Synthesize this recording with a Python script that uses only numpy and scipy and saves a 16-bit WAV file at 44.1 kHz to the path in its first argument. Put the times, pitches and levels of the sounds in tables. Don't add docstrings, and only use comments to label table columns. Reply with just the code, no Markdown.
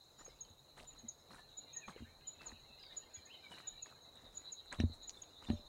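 import sys
import numpy as np
from scipy import signal
from scipy.fft import rfft, irfft, next_fast_len
from scipy.io import wavfile
from scipy.ndimage import uniform_filter1d

SR = 44100
rng = np.random.default_rng(int(sys.argv[2]) if len(sys.argv) > 2 else 0)


def dump_mix(stems):
    frames = np.atleast_2d(stems).T
    limited = np.clip(frames, -1, 1)
    pcm = np.round(limited * 32767).astype(np.int16)
    wavfile.write(sys.argv[1], SR, pcm)


N = 250488

# [time_s, level_db rms]
BREEZE = [(0, -71), (.3, -70.5), (1.4, -68.5), (2.1, -68.5), (2.5, -68), (3.3, -68), (4.6, -68.5),
          (5.68, -66)]
# [freq_hz, relative_db per Hz]
LEAF_SPECTRUM = [(40, -60), (70, 5), (110, -3), (194, -6), (485, -3.5), (727, -4), (1300, -11),
                 (1870, -19.5), (2700, -28), (3300, -28.5), (5000, -43.5), (7000, -37)]
# [peak_s, peak_db rms]
JOLTS = [(.26, -66), (.82, -66), (1.36, -69), (2.02, -66), (2.5, -64), (2.96, -74), (3.72, -74),
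         (4.26, -67.5), (4.81, -56), (5.52, -58)]
JOLT_RISE_DB_PER_S, JOLT_FALL_DB_PER_S = 122, 51.5
# [time_s, level_db rms]
HUM = [(0, -86), (.75, -75), (1.25, -79), (2.0, -73.5), (2.8, -78.5), (3.2, -99), (3.8, -78), (4.6, -89),
       (5.68, -81)]
HISS_DB = -77
# [time_s, level_db rms]
CICADAS = [(0, -63), (.15, -72), (.55, -71), (1.0, -70), (1.22, -71), (1.35, -71.5), (1.65, -64.5),
           (2.1, -69), (2.6, -66.5), (2.82, -62.5), (3.2, -67), (3.75, -63), (4.1, -67), (4.35, -67),
           (4.5, -65.5), (5.05, -67.5), (5.22, -71), (5.68, -62.5)]
# [first_s, last_s, period_s, lift_db]
THROBS = [(0.21, 1.003, 0.098, 6), (1.31, 1.73, 0.1, 6.5), (1.793, 2.105, 0.098, 0.5),
          (2.292, 2.92, .104, 4), (3.245, 3.79, .108, 4.5), (4.063, 4.37, 0.103, 5),
          (4.477, 5.04, .112, 12.5), (5.145, 5.49, 0.12, 5.5)]
CICADA_HZ, CICADA_WANDER_HZ = 3968, 50
# [time_s, level_db rms]
HIGH_INSECTS = [(0, -78.5), (.8, -82.5), (1.7, -80.5), (2.9, -81), (5.68, -79.5)]
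# [time_s, low_whistlers_db rms, high_shimmer_db rms]
MURMUR = [(0, -95, -91), (.3, -74.5, -74), (.55, -89, -100), (1.0, -78, -100), (1.2, -84.5, -77),
          (1.35, -80, -98), (1.6, -79.5, -97), (1.95, -69, -96), (2.25, -77, -100), (2.95, -71.5, -92),
          (3.17, -71.5, -83), (3.6, -70.5, -84), (3.9, -70.5, -108), (4.15, -87, -87), (4.45, -80, -83),
          (4.9, -81, -100), (5.15, -80.5, -87), (5.68, -76.5, -75)]
# [start_s, length_s, start_hz, end_hz, peak_db dry]
CHIPS = [(0.174, 0.069, 6900, 7110, -57.5), (0.244, 0.033, 6800, 6390, -48.5),
         (0.405, 0.024, 6950, 6330, -42), (0.494, 0.023, 6730, 6360, -63), (.58, .04, 6840, 6770, -72),
         (0.868, 0.046, 7020, 6920, -49.5), (0.928, 0.012, 6700, 6900, -59), (0.98, 0.041, 6750, 6390, -55),
         (1.082, 0.02, 7140, 6110, -38.5), (1.175, 0.047, 6770, 6370, -68), (1.568, 0.042, 7040, 6690, -44),
         (1.727, 0.031, 6760, 6380, -49.5), (1.761, 0.03, 7170, 6050, -39.5),
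         (1.846, 0.091, 6540, 6450, -62.5), (2.268, 0.036, 7040, 6790, -41),
         (2.323, 0.028, 7040, 6680, -57.5), (2.456, 0.036, 7140, 6170, -44), (2.59, 0.04, 6600, 6430, -72),
         (2.963, 0.034, 6950, 6760, -40), (3.135, 0.045, 6990, 6480, -46.5),
         (3.249, 0.032, 6800, 6400, -55), (3.668, 0.032, 7090, 6640, -39.5),
         (3.82, 0.026, 7060, 6310, -41.5), (4.008, 0.051, 6770, 6200, -65.5),
         (4.345, 0.031, 7050, 6640, -54), (4.368, 0.019, 6930, 6800, -40), (4.516, 0.031, 7180, 6230, -42),
         (5.023, 0.036, 6950, 6500, -54.5), (5.072, 0.027, 7010, 6780, -46),
         (5.217, 0.015, 7050, 6280, -43.5), (5.511, 0.046, 6740, 6480, -61.5)]
# [start_s, length_s, start_hz, end_hz, peak_db dry]
FAR_BIRDS = [(0.187, 0.0086, 5830, 5030, -63), (0.204, 0.02, 1850, 1840, -63.5),
             (0.272, 0.027, 5310, 5240, -69), (0.287, 0.025, 5370, 4930, -70),
             (0.442, 0.022, 3190, 3060, -65), (1.378, 0.035, 1814, 1610, -59.5),
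             (1.736, 0.09, 1900, 1827, -60), (1.8, 0.056, 1936, 1560, -64), (1.81, 0.062, 2615, 2304, -54),
             (2.034, 0.074, 1630, 1900, -67), (2.246, 0.036, 3280, 3000, -63.5),
             (2.388, 0.052, 2730, 2556, -57.5), (2.675, 0.12, 2730, 2540, -68),
             (2.79, 0.021, 5380, 4530, -60), (2.824, 0.018, 5260, 4380, -52.5),
             (2.862, 0.0098, 5130, 4200, -51), (3.155, 0.024, 3350, 3400, -60),
             (3.171, 0.017, 5000, 5040, -67), (3.286, 0.06, 2260, 3550, -55.5),
             (3.319, 0.06, 3110, 2940, -53), (3.428, 0.0616, 2448, 2184, -55.5),
             (3.507, 0.038, 3070, 2700, -52.5), (4.25, 0.02, 3660, 3670, -61),
             (5.141, 0.01, 3710, 3776, -60), (5.168, 0.014, 3800, 3520, -53),
             (5.264, 0.041, 3710, 3560, -67), (5.344, 0.054, 3410, 3570, -66),
             (5.466, 0.016, 3620, 3510, -50), (5.563, 0.023, 3730, 3600, -56.5),
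             (5.662, 0.013, 3710, 3640, -56)]
# [start_s, length_s, crunch_db, litter_db]
SCUFFS = [(0.189, 0.045, -63, -80), (0.262, 0.036, -68, -81), (0.774, 0.074, -56.5, -72),
          (0.94, 0.071, -67.5, -88), (1.307, .09, -57, -71.5), (1.88, 0.032, -49, -71),
          (1.969, 0.035, -64, -81), (2.411, 0.11, -57, -75.5), (2.934, 0.035, -63.5, -78.5),
          (3.43, 0.088, -66, -83), (3.513, 0.098, -58.5, -71.5), (3.857, 0.054, -61.5, -80),
          (4.158, 0.23, -70, -90), (4.335, 0.033, -71.5, -80), (4.413, 0.11, -68, -84.5),
          (4.724, 0.015, -44.5, -71), (4.745, 0.071, -66.5, -76), (4.79, .05, -58, -88),
          (4.94, 0.016, -72, -69), (5.114, 0.099, -78, -75.5), (5.424, 0.052, -59.5, -75.5),
          (5.487, 0.046, -58.5, -77)]
# [freq_hz, relative_db per Hz]
CRUNCH_SPECTRUM = [(170, 4), (400, -5.5), (900, -2), (1600, -2.5), (2600, -12.5), (4500, -14.5)]
# [freq_hz, relative_db per Hz]
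LITTER_SPECTRUM = [(3200, -27), (5500, 7), (8500, 7.5), (10500, -1), (12000, -17)]
SCUFF_ATTACK_S, SCUFF_RELEASE_S = 0.013, 0.052
CRUNCH_FADE_DB, LITTER_FADE_DB = 7, -0.5
LITTER_SMOOTH_S = 0.022
# [start_s, ring_db, ring_hz, snap_db, snap_hz]
CLICKS = [(0.205, -59, 1820, -62, 5300), (.28, -48.5, 504, -68, 5300), (.45, -65, 3000, -54, 4300),
          (.781, -50, 840, -72, 6900), (0.835, -52, 715, -65, 8600), (0.96, -55.5, 1380, -74, 6000),
          (1.307, -52, 1220, -80, 6070), (1.348, -53, 1190, -57, 8900), (1.883, -39, 1160, -63, 3000),
          (1.891, -51, 1040, -60, 5900), (1.962, -45.5, 460, -56, 2960), (2.211, -57, 2830, -77, 4830),
          (2.409, -52.5, 1230, -77, 5000), (2.837, -50, 2680, -72, 5960), (3.584, -46.5, 2380, -68, 6500),
          (3.602, -49, 1310, -68, 6630), (3.868, -53.5, 990, -70, 7950), (3.925, -51, 1310, -64, 7050),
          (4.156, -67, 1426, -56, 8160), (4.52, -67, 512, -62, 4870), (4.659, -59, 1500, -60, 8160),
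          (4.726, -65, 620, -45, 6650), (4.727, -35, 1920, -43, 8160), (4.7999, -43.5, 690, -37.5, 1803),
          (4.802, -32, 2800, -41, 5700), (5.0948, -37, 4600, -34, 6320), (5.106, -43, 4800, -50, 5800),
          (5.236, -49, 3400, -60, 4500), (5.426, -57, 860, -64, 4960), (5.446, -74, 660, -54, 7140),
          (5.5013, -42.5, 760, -48.5, 1790), (5.501, -39.5, 2940, -49, 4330)]
# [time_s, strength_db, hardness_db one octave above the lowest mode]
KNOCKS = [(0.503, -52.5, -5), (1.032, -65, 8), (1.04, -56, 5), (1.049, -60.5, 9), (2.005, -44, -1.5),
          (2.022, -41, 0.5), (2.07, -55, -4), (2.523, -52.5, 2.5), (2.701, -68.5, 7), (3.172, -52, -8),
          (4.236, -59, 2), (4.788, -31.5, -16), (4.8007, -30, 5), (4.837, -20, -2), (4.897, -39.5, -4),
          (5.386, -57, -9), (5.487, -39.5, 1.5), (5.5011, -30.5, 7), (5.532, -32.5, 0), (5.594, -62.5, 8)]
# [mode_hz, relative_db, t60_s]
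BODY_MODES = [(88, 0, 0.11), (133, -14, 0.083), (231.3, -2.5, 0.07), (294, -19, 0.043), (591, -37, 0.33)]
CUTOFF_HZ = 15850


def from_db(db):
    return 10 ** (np.asarray(db) / 20)


def rms_one(x):
    return x / np.sqrt(np.mean(x ** 2) + 1e-20)


def in_time(rows, outside=None):
    time_s, *columns = np.transpose(rows)
    t = np.arange(N) / SR
    return [np.interp(t, time_s, column, outside, outside) for column in columns]


def slow(rate_hz):
    r = np.exp(-2 * np.pi * rate_hz / SR)
    noise = rng.standard_normal(N + SR)
    return rms_one(signal.lfilter([1], [1, -2 * r, r * r], noise)[SR:])


def coloured(x, spectrum):
    size = next_fast_len(N)
    hz, db = np.transpose(spectrum)
    log_bins = np.log(np.fft.rfftfreq(size, 1 / SR) + 1)
    shape_db = np.interp(log_bins, np.log(hz), db, -80, -80)
    return rms_one(irfft(rfft(x, size) * from_db(shape_db), size)[:N])


def buzz(centre_hz, width_hz, pulse_hz, depth, order=4):
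    low = signal.butter(order, width_hz / 2, fs=SR, output="sos")
    a, b = signal.sosfilt(low, rng.standard_normal((2, N)))
    carrier = 2 * np.pi * np.cumsum(centre_hz * np.ones(N)) / SR
    pulse = 2 * np.pi * np.cumsum(pulse_hz * (1 + 0.1158 * slow(5.78))) / SR
    band = a * np.cos(carrier) + b * np.sin(carrier)
    return rms_one(band * (1 + depth * np.cos(pulse)))


def ring(hits, hz, t60_s):
    r, w = from_db(-60 / (t60_s * SR)), 2 * np.pi * hz / SR
    return signal.lfilter([0, np.sin(w)], [1, -2 * r * np.cos(w), r * r], hits + 1e-18)


def scrub_echo(x, t60_s, wet_db, far_db=-60):
    t = np.arange(int(.5 * SR)) / SR
    decay = from_db(-60 * t / t60_s) + from_db(far_db - 60 * t / 1.13)
    tail = rng.standard_normal(len(t)) * decay * np.minimum(t / 0.0031, 1)
    tail = tail / np.sqrt(np.sum(tail ** 2))
    return x + from_db(wet_db) * signal.fftconvolve(x, tail)[:N]


def jolt_level_db():
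    peak_s, peak_db = np.transpose(JOLTS)
    since_s = np.arange(N) / SR - peak_s[:, None]
    slope = np.where(since_s < 0, JOLT_RISE_DB_PER_S, -JOLT_FALL_DB_PER_S)
    return np.max(peak_db[:, None] + slope * since_s, axis=0)


def background():
    wind_db, = in_time(BREEZE)
    hum_db, = in_time(HUM)
    leaves = from_db(wind_db + 1.2 * slow(9.0)) * coloured(rng.standard_normal(N), LEAF_SPECTRUM)
    rumble = from_db(jolt_level_db()) * buzz(36, width_hz=34, pulse_hz=3.2, depth=0.16)
    hum = from_db(hum_db) * buzz(135, width_hz=29.5, pulse_hz=2.5, depth=0.052)
    hiss = from_db(HISS_DB) * rng.standard_normal(N)
    return leaves + rumble + hum + hiss


def throb_lift_db():
    t, lift = np.arange(N) / SR, 0
    for first_s, last_s, period_s, lift_db in THROBS:
        during = (t > first_s - period_s / 2) & (t < last_s + period_s / 2)
        swell = np.cos(np.pi * (t - first_s) / period_s) ** 2
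        lift = np.maximum(lift, during * lift_db * swell)
    return lift


def insects():
    level_db, = in_time(CICADAS)
    level_db = level_db + throb_lift_db() + 1.2 * slow(20)
    hz = CICADA_HZ + CICADA_WANDER_HZ * slow(4.3)
    chorus = buzz(hz, width_hz=484, pulse_hz=85.0, depth=0.061, order=3)
    singers = sum(buzz(hz + 90 * slow(14), width_hz=52, pulse_hz=87.5, depth=0.32) for _ in range(2))
    cicadas = from_db(level_db) * rms_one(chorus + from_db(-4) * singers)
    high_db, = in_time(HIGH_INSECTS)
    high = buzz(6710, width_hz=900, pulse_hz=80.3, depth=0.13, order=2)
    return cicadas + from_db(high_db + 2.0 * slow(33)) * high


def whistles(notes, rise, arch, waver):
    out, unsteady = np.zeros(N + SR), 1 + waver * slow(45.4)
    for start_s, length_s, start_hz, end_hz, peak_db in notes:
        u = np.linspace(0, 1, round(length_s * SR))
        at = round(start_s * SR)
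        glide_hz = start_hz + (end_hz - start_hz) * u
        hz = glide_hz * (1 + arch * (np.sin(np.pi * u) - .7))
        hz = hz * np.resize(unsteady[at:], len(u))
        swell = np.sin(np.pi * u ** rise) ** 2
        out[at:at + len(u)] += from_db(peak_db) * swell * np.sin(2 * np.pi * np.cumsum(hz) / SR)
    return out[:N]


def murmur(level_db, low_hz, high_hz, longest_s, count):
    draw = rng.random((count, 5))
    start_s = draw[:, 0] * (N / SR - .1)
    length_s = .012 + longest_s * draw[:, 1]
    start_hz = low_hz + (high_hz - low_hz) * draw[:, 2]
    end_hz = start_hz * (.86 + .22 * draw[:, 3])
    notes = np.c_[start_s, length_s, start_hz, end_hz, 9 * draw[:, 4]]
    calls = whistles(notes, rise=1.0, arch=0.049, waver=0.0255)
    return from_db(level_db) * rms_one(scrub_echo(calls, t60_s=0.23, wet_db=9.5))


def distant_notes():
    low_db, high_shimmer_db = in_time(MURMUR)
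    whistlers = murmur(low_db, 1496, 3400, longest_s=0.0435, count=500)
    shimmer = murmur(high_shimmer_db, 4400, 5500, longest_s=0.0069, count=300)
    return whistlers + shimmer


def near_bird():
    chips = whistles(CHIPS, rise=0.77, arch=0.0082, waver=0.006)
    return scrub_echo(chips, t60_s=0.1, wet_db=-7, far_db=-29)


def far_birds():
    calls = whistles(FAR_BIRDS, rise=0.89, arch=0.0081, waver=.016)
    return scrub_echo(calls, t60_s=0.14, wet_db=-4, far_db=-12)


def grains(per_s, spread_db):
    sizes = from_db(spread_db * np.minimum(rng.exponential(1, N), 4)) * rng.choice([-1, 1], N)
    return sizes * (rng.random(N) < per_s / SR)


def grit(spectrum, per_s, spread_db, cycles, patchy_db):
    hz, db = np.transpose(spectrum)
    pitches_hz = np.geomspace(hz[0], hz[-1], 16)
    hits, dealt = grains(per_s, spread_db), rng.integers(0, 16, N)
    out = 0
    for k, pitch_hz in enumerate(pitches_hz):
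        level_db = np.interp(np.log(pitch_hz), np.log(hz), db)
        gain = from_db(level_db + patchy_db * slow(15))
        rounded = ring(gain * hits * (dealt == k), pitch_hz, 3.0 / pitch_hz)
        out = out + pitch_hz ** 2 * ring(rounded, pitch_hz, cycles / pitch_hz)
    return rms_one(out)


def scuff_gain(levels_db, fade_db):
    out = 0
    for (start_s, length_s, *_), top_db in zip(SCUFFS, levels_db):
        end_s, last_db = start_s + length_s, top_db - fade_db
        shape = [(start_s - SCUFF_ATTACK_S, top_db - 30), (start_s, top_db),
                 (end_s, last_db), (end_s + SCUFF_RELEASE_S, last_db - 30)]
        out = out + from_db(in_time(shape, outside=-200)[0])
    return out


def footfalls():
    _, _, crunch_db, litter_db = np.transpose(SCUFFS)
    crunch = grit(CRUNCH_SPECTRUM, 2500, spread_db=3.0, cycles=11.0, patchy_db=4.5)
    litter = grit(LITTER_SPECTRUM, 3500, spread_db=1.0, cycles=15.0, patchy_db=2.5)
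    swell = uniform_filter1d(scuff_gain(litter_db, LITTER_FADE_DB), round(LITTER_SMOOTH_S * SR))
    return scuff_gain(crunch_db, CRUNCH_FADE_DB) * crunch + swell * from_db(1.2 * slow(26)) * litter


def burst(hz, cycles):
    tap = 1.0 * (np.arange(SR // 25) == 0)
    wave = ring(ring(tap, hz, cycles / hz), hz, cycles / hz)
    return wave / np.abs(wave).max()


def clicks():
    out = np.zeros(N + SR)
    for start_s, ring_db, ring_hz, snap_db, snap_hz in CLICKS:
        stone = from_db(ring_db) * burst(ring_hz, cycles=6.0)
        snap = from_db(snap_db) * burst(snap_hz, cycles=19.0)
        out[round(start_s * SR):][:len(stone)] += stone + snap
    return scrub_echo(out[:N], t60_s=0.06, wet_db=-8)


def knocks():
    time_s, strength_db, hardness_db = np.transpose(KNOCKS)
    out = 0
    for mode_hz, mode_db, t60_s in BODY_MODES:
        blows = np.zeros(N)
        octaves = np.log2(mode_hz / BODY_MODES[0][0])
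        blow_db = strength_db + mode_db + octaves ** 1.14 * hardness_db
        blows[np.round(time_s * SR).astype(int)] = from_db(blow_db)
        out = out + ring(blows, mode_hz, t60_s)
    soft = signal.lfilter(*signal.butter(2, 560, fs=SR), out)
    return signal.sosfilt(signal.butter(3, 68, "high", fs=SR, output="sos"), soft)


def scene():
    steady = background() + insects()
    notes = distant_notes() + near_bird() + far_birds()
    walker = footfalls() + clicks() + knocks()
    return (steady + notes + walker)[None]


def record(dry):
    return signal.sosfilt(signal.ellip(12, .3, 60, CUTOFF_HZ, fs=SR, output="sos"), dry)


dry = scene()
out = record(dry)
dump_mix(out)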